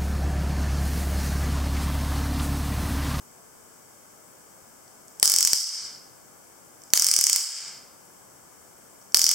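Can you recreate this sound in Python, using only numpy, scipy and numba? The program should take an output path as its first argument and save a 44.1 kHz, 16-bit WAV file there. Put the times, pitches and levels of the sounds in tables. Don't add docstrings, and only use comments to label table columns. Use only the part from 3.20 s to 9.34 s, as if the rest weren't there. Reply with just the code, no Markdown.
import sys
import numpy as np
from scipy import signal
from scipy.fft import rfft, irfft
from scipy.io import wavfile
from numba import njit

SR = 44100
rng = np.random.default_rng(int(sys.argv[2]) if len(sys.argv) > 2 else 0)


def file_out(sig):
    cols = np.atleast_2d(sig).T
    lim = np.clip(cols, -1, 1)
    pcm = np.round(lim * 32767).astype(np.int16)
    wavfile.write(sys.argv[1], SR, pcm)


N = 270774


# (time [s], crack level [dB], thud level [dB], rattle wait [s],
# rattle length [s], first recharge [s], rattle thud maximum [dB])
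HARD_CRACKS = [(2.0285, 8.5, 18.5, .028, .235, .0205, 8), (2.3325, 1.7, 12.5, 0, 0, 0, 0),
               (3.7356, 8, 18.5, .039, .2, .0225, 10), (3.9893, -2.5, 5.5, .0225, .165, 0.029, -3),
               (5.9455, 6.5, 17, .0265, .153, .0229, 7.5)]

def discharges(slowing_s=.0003, jitter_s=.0014, full_charge_db=2, charge_tau_s=0.017,
               thud_fade_db_per_s=14, thud_spread_db=16, count=16):
    k = np.arange(count)
    rows = []
    draws = rng.standard_normal((len(HARD_CRACKS), 2, count))
    for crack, (jitter, shortfall) in zip(HARD_CRACKS, draws):
        start_s, crack_db, thud_db, wait_s, length_s, recharge_s, max_thud_db = crack
        due_s = k * recharge_s + slowing_s * k * (k - 1) / 2
        times_s = start_s + wait_s + due_s + jitter_s * jitter
        gaps_s = np.abs(np.diff(times_s, prepend=start_s))
        charge = 1 - np.exp(-gaps_s / charge_tau_s)
        levels_db = full_charge_db + 20 * np.log10(charge)
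        thuds_db = max_thud_db - thud_fade_db_per_s * due_s - thud_spread_db * np.abs(shortfall)
        rattle = np.c_[times_s, levels_db, thuds_db]
        rows.append((start_s, crack_db, thud_db))
        rows.extend(rattle[(due_s < length_s) & (times_s < N / SR)])
    return rows


# (frequency [Hz], relative level [dB])
THUD_SPECTRUM = [(40, 1), (250, 2), (550, 2), (1200, 1), (2000, 4.5), (2800, -10.5), (3800, -3), (5000, -5),
                 (10000, -32)]

def sparks(smear_db=-6, smear_s=0.00033, thud_gain_db=1, thud_scatter_db=3, size=128, count=64):
    t = np.arange(size) / SR
    shocks, thuds = np.zeros(N), np.zeros((2, N))
    for (time_s, level_db, thud_db), noise in zip(discharges(), rng.standard_normal((count, size))):
        smear = unit(noise * (t > 0) * np.exp(-t / smear_s))
        shock = (t == 0) + undb(smear_db) * smear
        add(shocks, time_s, undb(level_db) * unit(shock))
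        balance = undb(thud_scatter_db * noise[0] * np.array([[1], [-1]]))
        add(thuds, time_s, undb(thud_db + thud_gain_db) * unit(balance))
    return shocks, convolve(thuds, response(THUD_SPECTRUM))


# (time [s], level [dB], ring frequency [Hz])
TRIGGER_CLICKS = [(1.679, -33, 4450), (1.882, -28.5, 7360), (1.9987, -9, 8230), (3.619, -32, 5700),
                  (3.6368, -27.5, 7640), (3.704, -26.5, 5020), (5.815, -37, 5750), (5.826, -39, 6200),
                  (5.922, -27.5, 5300)]

def trigger(decay_s=0.00018, scrape_s=.0003, scrape_db=-6, size=256):
    t = np.arange(size) / SR
    clicks = np.zeros(N)
    noises = rng.standard_normal((len(TRIGGER_CLICKS), size))
    for (time_s, level_db, hz), noise in zip(TRIGGER_CLICKS, noises):
        scrape = undb(scrape_db) * unit(noise * np.exp(-t / scrape_s))
        add(clicks, time_s, undb(level_db) * unit(ring(t, hz, decay_s) + scrape))
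    return clicks


# (frequency [Hz], level [dB])
PORT_RINGS = [(5650, -21.5), (5850, -12.5)]
# (delay [s], level [dB])
REFLECTIONS = [(.00036, -7), (.00088, -5), (.0039, -9.5), (.0105, -25.5), (.0146, -28.5), (.0168, -23),
               (.0198, -16)]

def near_paths(port_decay_s=0.0007, skew_s=.000035, size=2048):
    t = np.arange(size) / SR
    decay = np.exp(-t / port_decay_s)
    paths = np.array([(t == 0) + undb(db) * unit(np.cos(2 * np.pi * hz * t) * decay)
                      for hz, db in PORT_RINGS])
    bins_hz = np.fft.rfftfreq(size, 1 / SR)
    for k, (delay_s, db) in enumerate(REFLECTIONS):
        arrival_s = delay_s + (-1) ** k * skew_s * np.array([[-.5], [.5]])
        paths += undb(db) * irfft(np.exp(-2j * np.pi * bins_hz * arrival_s))
    return paths


# (frequency [Hz], side re mid [dB])
ECHO_WIDTH = [(200, 2), (700, -9), (1300, -19), (2400, -76), (4400, -4), (8100, -8.5), (15000, 2)]
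# (frequency [Hz], relative level [dB])
WALL_SPECTRUM = [(900, 1.5), (1500, -0.5), (2400, -0.5), (4100, -2), (5250, 6), (6600, 2), (8000, 0),
                 (13000, -5)]
# (frequency [Hz], T60 [s])
ECHO_T60 = [(300, .6), (1500, 0.86), (3000, 0.76), (5300, 0.6), (8000, 0.56), (11000, 0.41), (15500, 0.4)]
# (frequency [Hz], relative level [dB])
ECHO_MODES = [(2283, -5), (3095, -7.5), (4667, -3.5), (4989, 3.5), (5119, -16), (5238, -12.5), (5700, -12),
              (5756, -5.5), (7760, -18.5)]

def room(wet_db=-2, build_s=0.019, clump_db=2.5, clump_samples=50, modes_db=-16, modes_t60_s=0.7):
    t = np.arange(SR) / SR
    mid, side = rng.standard_normal((2, SR))
    stereo = mid + tint(side, ECHO_WIDTH) * np.array([[1], [-1]])
    clump_levels_db = clump_db * rng.standard_normal(SR // clump_samples + 1)
    clumps = undb(np.repeat(clump_levels_db, clump_samples)[:SR])
    spectrum = rfft(tint(clumps * stereo, WALL_SPECTRUM))
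    centres_hz, t60s_s = np.transpose(ECHO_T60)
    tail = 0
    for weights, t60_s in zip(np.eye(len(t60s_s)), t60s_s):
        band = irfft(spectrum * curve(np.c_[centres_hz, weights], SR))
        tail = tail + band * np.exp(-np.log(1000) * t / t60_s)
    modes = sum(undb(db) * ring(t, hz, modes_t60_s / np.log(1000)) for hz, db in ECHO_MODES)
    tail = unit(tail) + undb(modes_db) * unit(modes)
    return undb(wet_db) * unit(tail * (1 - np.exp(-t / build_s)))


# (frequency [Hz], relative density [dB])
HISS_SPECTRUM = [(25, -16), (126, -2), (495, -1.5), (1170, -4), (1700, -7.5), (2150, -11), (2700, -19.5),
                 (3150, -14.5), (3650, -19.5), (3950, -26.5), (4600, -14.5), (5200, -10.5), (7200, -9),
                 (7950, -5), (9300, -13), (15500, -15)]

def hiss(left_db=-49.5, right_db=-52.33, shared_db=-9):
    noise = rng.standard_normal((3, N))
    stereo = tint(noise[:2] + undb(shared_db) * noise[2], HISS_SPECTRUM)
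    return unit(stereo) * np.sqrt(N) * undb([[left_db], [right_db]])


def undb(db):
    return 10 ** (np.asarray(db) / 20)


def unit(x):
    return x / np.sqrt(np.mean(np.sum(x ** 2, axis=-1)))


def curve(points, size):
    hz, value = np.transpose(points)
    return np.interp(np.log(np.fft.rfftfreq(size, 1 / SR) + 1), np.log(hz), value)


def tint(x, points):
    return irfft(rfft(x) * undb(curve(points, x.shape[-1])), x.shape[-1])


def response(points, size=1024):
    cepstrum = irfft(np.log(undb(curve(points, size))))
    cepstrum[1:size // 2] *= 2
    cepstrum[size // 2 + 1:] = 0
    return unit(irfft(np.exp(rfft(cepstrum)))[:size // 2])


def convolve(x, impulse):
    return signal.fftconvolve(np.atleast_2d(x), np.atleast_2d(impulse), axes=-1)[:, :N]


def add(track, time_s, sound):
    start = int(time_s * SR)
    part = sound[..., :track.shape[-1] - start]
    track[..., start:start + part.shape[-1]] += part


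def ring(t, hz, decay_s):
    return unit(np.sin(2 * np.pi * hz * t) * np.exp(-t / decay_s))


# (frequency [Hz], relative level [dB])
CRACK_SPECTRUM = [(100, -52.5), (500, -30.5), (1200, -21), (2200, -17.5), (2700, -21.5), (3150, -13.5),
                  (4050, -20), (4600, -5.5), (5200, -2), (5800, -4), (6500, -4.5), (7900, -4), (9700, -8),
                  (15000, -11)]

def scene(spark_gain_db=22.5):
    shocks, thuds = sparks()
    source = convolve(undb(spark_gain_db) * shocks + trigger(), response(CRACK_SPECTRUM))
    return convolve(source, near_paths()) + convolve(source, room()) + thuds + hiss()


@njit
def gain_control(x, limit, depth_db, attack_db_per_s, hold_s, release_db_per_s):
    y = np.empty_like(x)
    cut_db, wait_samples = 0., 0.
    for i in range(x.shape[1]):
        gain = 10 ** (-cut_db / 20)
        y[0, i], y[1, i] = gain * x[0, i], gain * x[1, i]
        if max(abs(y[0, i]), abs(y[1, i])) > limit:
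            cut_db = min(cut_db + attack_db_per_s / SR, depth_db)
            wait_samples = hold_s * SR
        elif wait_samples > 0:
            wait_samples -= 1
        else:
            cut_db = max(cut_db - release_db_per_s / SR, 0.)
    return y


# (frequency [Hz], width [Hz], share removed [0-1])
NOTCHES = [(1884, 170, 1), (3365, 160, 0.66), (4860, 132, 0.99)]

def record(dry, ceiling=15.0, asymmetry=0.0088, lowpass_hz=15800):
    saturated = ceiling * np.tanh(dry / ceiling)
    sound = saturated + asymmetry * saturated ** 2
    for hz, width_hz, share in NOTCHES:
        band = signal.lfilter(*signal.iirpeak(hz, hz / width_hz, fs=SR), sound)
        sound = sound - share * band
    ducked = gain_control(np.ascontiguousarray(sound), limit=0.41, depth_db=15.5,
                          attack_db_per_s=8000, hold_s=0.11, release_db_per_s=75)
    lowpass = signal.ellip(10, .2, 70, lowpass_hz, fs=SR, output="sos")
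    return signal.sosfilt(lowpass, np.clip(ducked, -1, 1))


dry = scene()
out = record(dry)
file_out(out)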